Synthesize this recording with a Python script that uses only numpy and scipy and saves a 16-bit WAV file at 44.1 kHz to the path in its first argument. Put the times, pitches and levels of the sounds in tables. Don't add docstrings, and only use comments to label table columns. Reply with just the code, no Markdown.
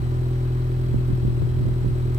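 import sys
import numpy as np
from scipy import signal
from scipy.fft import rfft, irfft
from scipy.io import wavfile
from scipy.ndimage import uniform_filter1d

SR = 44100
rng = np.random.default_rng(int(sys.argv[2]) if len(sys.argv) > 2 else 0)


def makeup_ratio(level_db):
    decades = np.asarray(level_db, float) / 20
    return 10 ** decades


def wrap_up_sound(samples):
    columns = np.atleast_2d(samples).T
    tamed = np.clip(columns, -1, 1)
    steps = np.round(tamed * 32767).astype(np.int16)
    wavfile.write(sys.argv[1], SR, steps)


N = 96402
TIME_S = np.arange(N) / SR
HZ = np.fft.rfftfreq(N, 1 / SR)


def level(x, db):
    return x * makeup_ratio(db) / np.sqrt(np.mean(x ** 2))


def over_hz(table, hz):
    f, db = np.array(table, float).T
    return np.interp(np.log(np.maximum(hz, 1)), np.log(f), db)


def over_time(table):
    s, value = np.array(table, float).T
    return np.interp(TIME_S, s, value)


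def noise():
    return rng.standard_normal(N)


def colour(x, gain):
    return irfft(rfft(x) * gain, N)


def ring(hz, width_hz):
    return 1 / (1 + 1j * (HZ - hz ** 2 / np.maximum(HZ, 1)) / width_hz)


def above(hz, steepness):
    return 1 / (1 + (hz / np.maximum(HZ, 1)) ** steepness)


def causal(db):
    cepstrum = irfft(db * np.log(10) / 20, N)
    cepstrum[1:N // 2] *= 2
    cepstrum[N // 2 + 1:] = 0
    return np.exp(rfft(cepstrum))


def walk(rate_hz):
    wander = colour(noise(), np.exp(-(HZ / rate_hz) ** 2))
    return wander / wander.std()


# time_s, firings_hz
FIRING = [
    (0, 41.3),
    (.25, 41.55),
    (.97, 41.6),
    (1.1, 41.15),
    (2.19, 41.2),
]


def engine_turns():
    return 0.167 + np.cumsum(over_time(FIRING)) / SR


def strikes(turns, at, cyl_db, scatter_db, jitter_s):
    k = np.arange(-1, int(turns[-1]) + 1)
    time_luck, size_luck = rng.standard_normal((len(k), 2)).T
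    where = np.interp(k + at, turns, np.arange(N), -9, -9) + jitter_s * SR * time_luck
    size = makeup_ratio(np.array(cyl_db)[k % len(cyl_db)] + scatter_db * size_luck)
    size = size * (where > 0) * (where < N - 2)
    i = np.clip(where.astype(int), 0, N - 2)
    out = np.zeros(N)
    np.add.at(out, i, size * (1 - where + i))
    np.add.at(out, i + 1, size * (where - i))
    return out


# multiple_of_firing_rate, level_db
EXHAUST_OVERTONES = [(1, -7), (2, -9), (3, 1.5), (4, -22), (5, -28.5), (6, -19.5), (7, -24.5), (8, -18.5),
                     (9, -14.5), (10, -26), (11, -36), (12, -58), (13, -35.5), (14, -35.5)]


def exhaust(turns):
    multiple, db = np.array(EXHAUST_OVERTONES, float).T
    firing_hz = np.mean(np.array(FIRING)[:, 1])
    pipe_hz = np.r_[0, firing_hz / 2, multiple * firing_hz, 620, 690, SR / 2]
    pipe = causal(np.interp(HZ, pipe_hz, np.r_[-50, -30, db, -37, -60, -120]))
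    chamber = 1 - 2 * ring(358, 100)
    tailpipe = 1 - 2 * ring(60, 19)
    body = 1 + makeup_ratio(1) * ring(540, 25)
    pipe = -pipe * chamber * tailpipe * body
    upper = above(270, 10)
    scatter_db, jitter_s = 0.25, 0.00008
    even = colour(strikes(turns, 0, [0], scatter_db, jitter_s), pipe * (1 - upper))
    cylinders = strikes(turns, 0, [-4, 3.5, -0.5, 0.5], 1.0, jitter_s)
    uneven = colour(cylinders, pipe * upper)
    return level(even + uneven, -22)


# pitch_hz, level_db (per Hz)
RUSH = [(30, -30), (100, -23), (400, -11), (600, -14.5), (1400, -18), (2400, -27), (6300, -41.5),
        (16000, -42)]


def rush(turns):
    shared = 0.36 / (1 + (HZ / 1670) ** 2)
    common = noise()
    beat = makeup_ratio(2.2 * np.cos(2 * np.pi * (turns - 0.05)))
    treble = above(2000, 2)
    tone = makeup_ratio(over_hz(RUSH, HZ))
    ports = []
    for _ in range(2):
        air = colour(common, tone * np.sqrt(shared)) + colour(noise(), tone * np.sqrt(1 - shared))
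        ports.append(colour(air, 1 - treble) + beat * colour(air, treble))
    return level(np.array(ports), -46)


def ticks(turns, rings, at, cyl_db, length_s, rub_db, db):
    taps = strikes(turns, at, cyl_db, 0.5, 0.00036)
    fade = 1 / (1 + 2j * np.pi * HZ * length_s)
    scrape = colour(taps, fade) * length_s * SR * noise()
    metal = sum(makeup_ratio(gain_db) * ring(hz, width_hz) ** 2 for hz, width_hz, gain_db in rings)
    ports = [colour(scrape + makeup_ratio(rub_db) * noise(), metal) for _ in range(2)]
    return level(np.array(ports), db)


# pitch_hz, width_hz, level_db
VALVE_RINGS = [(3065, 74, 1), (3265, 400, -0.5), (4002, 390, 3), (4390, 350, 0), (5230, 120, -2),
               (11640, 760, -12)]


def valves(turns):
    return ticks(turns, VALVE_RINGS, at=0.82, cyl_db=[-9, -1.5, -7, -3],
                 length_s=0.0073, rub_db=-6.5, db=-59)


# pitch_hz, width_hz, level_db
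INJECTOR_RINGS = [(7670, 250, -5), (8000, 180, -3), (8560, 85, -9)]


def injectors(turns):
    return ticks(turns, INJECTOR_RINGS, at=0.12, cyl_db=[-4.5, -1, -0.5, -7],
                 length_s=0.0027, rub_db=-12.5, db=-66)


# pitch_hz, width_hz, level_db
GEARS = [(780, 25, -64), (1190, 12, -70), (1735, 25, -73), (1908, 30, -71), (2056, 30, -70),
         (2557, 28, -73)]
# time_s, load_db
ROOF_LOAD = [
    (0, 4),
    (.45, 2.5),
    (.8, 2),
    (1.6, 1),
    (2.19, 4),
]


def roof_motor():
    whir = sum(level(colour(noise(), ring(hz, width_hz) ** 2), db) for hz, width_hz, db in GEARS)
    brushes = level(colour(noise(), ring(955, 430)), -55)
    return (whir + brushes) * makeup_ratio(over_time(ROOF_LOAD))


# time_s, level_db
GUSTS_LEFT = [(0, -78), (.6, -38), (.72, -53), (.8, -43), (.93, -31), (1.0, -23), (1.07, -47), (1.13, -20),
              (1.2, -32.5), (1.27, -20), (1.35, -31.5), (1.43, -19.5), (1.55, -35.5), (1.7, -32.5),
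              (1.85, -34), (2.0, -40), (2.19, -64)]
# time_s, level_db
GUSTS_RIGHT = [(0, -28), (.55, -42.5), (.78, -33), (.9, -30.5), (.96, -17.5), (1.04, -46), (1.11, -17.5),
               (1.18, -45), (1.25, -19), (1.33, -32), (1.47, -36), (1.62, -19), (1.72, -22.5), (1.77, -40),
               (1.87, -19.5), (1.95, -28.5), (2.05, -29), (2.19, -32)]
# pitch_hz, level_db (per Hz)
WIND_TONE = [(20, -22), (45, -7), (72, 0), (110, -3), (170, -9), (300, -22), (600, -44), (16000, -100)]


def wind(gusts):
    rumble = colour(noise(), makeup_ratio(over_hz(WIND_TONE, HZ)))
    even = int(0.025 * SR)
    swell = np.sqrt(uniform_filter1d(uniform_filter1d(rumble ** 2, even), even))
    rumble = level(rumble / swell ** 0.85, 0)
    flutter_db = 1.0 * walk(37.5)
    return rumble * makeup_ratio(over_time(gusts) + flutter_db)


# time_s, peak_db, pitch_hz, sharp_edge (0-1)
POPS_LEFT = [(0.982, -27, 160, 0.1), (1.152, -29, 170, 0.1), (1.251, -15, 280, 0.1), (1.279, -31, 119, 0),
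             (1.421, -16, 296, 0.4), (1.44, -11.5, 90.5, .1), (1.52, -30, 170, .1), (1.61, -17, 209, 0.06)]
# time_s, peak_db, pitch_hz, sharp_edge (0-1)
POPS_RIGHT = [(.944, -7, 191, 0.58), (1.103, -21, 200, 0.26), (1.25, -19, 250, .1), (1.553, -42, 220, .1),
              (1.607, -23, 160, .1), (1.655, -18, 290, 0.17), (1.669, -16, 131, 0.089),
              (1.69, -20, 326, 0.53), (1.847, -11, 224, 0.47), (1.89, -33, 200, .1),
              (1.956, -23, 263, 0.36)]


def eddies(pops):
    out = np.zeros(N)
    for s, db, hz, edge in pops:
        u = (np.pi * hz * (TIME_S - s)) ** 2
        sharp = (1 - 3 * u) / (1 + u) ** 3
        smooth = (1 - 2 * u) * np.exp(-u)
        out += makeup_ratio(db) * (edge * sharp + (1 - edge) * smooth)
    return out


# time_s, peak_db, length_s
FRAME_CLICKS = [
    (1.073, -46, 0.00091),
    (1.079, -46, 0.0012),
    (1.085, -47, .001),
    (2.1465, -34.5, 0.00066),
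    (2.151, -45, .001),
]


def frame_clicks():
    clicks = np.zeros(N)
    for s, db, length_s in FRAME_CLICKS:
        clicks += makeup_ratio(db) * (TIME_S > s) * np.exp(-np.maximum(TIME_S - s, 0) / length_s)
    return clicks * colour(noise(), ring(5700, 14000))


# pitch_hz, difference_db
PORT_BALANCE = [(60, -0.2), (200, 2), (310, -1.5), (400, 2), (2400, 2.5), (4400, 3.5), (8000, 7.5),
                (15000, 8.5)]


def at_ports(car):
    drift = np.linspace(car[:, 0], car[:, -1], N).T
    car = car - drift
    tilt_db = over_hz(PORT_BALANCE, HZ) / 2
    late = np.exp(-2j * np.pi * HZ * 0.00033)
    panel_echo = 1 - 2 * ring(556, 20)
    left = colour(car[0], makeup_ratio(tilt_db) * late * panel_echo)
    right = colour(car[1], makeup_ratio(-tilt_db))
    return drift + np.array([left, right])


def scene():
    turns = engine_turns()
    engine = exhaust(turns) + rush(turns) + valves(turns) + injectors(turns)
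    car = engine + roof_motor() + frame_clicks()
    wind_left = wind(GUSTS_LEFT) + eddies(POPS_LEFT)
    wind_right = wind(GUSTS_RIGHT) + eddies(POPS_RIGHT)
    return at_ports(car) + np.array([wind_left, wind_right])


def roll_off(x):
    return signal.sosfilt(signal.butter(12, 16570, fs=SR, output="sos"), x)


def record(dry):
    low_pass = signal.ellip(8, 0.1, 40, 15900, fs=SR, output="sos")
    cut = signal.sosfiltfilt(low_pass, dry)
    mix = cut * np.sin(np.pi / 2 * np.minimum(TIME_S / 0.0015, 1))
    return roll_off(mix)


dry = scene()
out = record(dry)
wrap_up_sound(out)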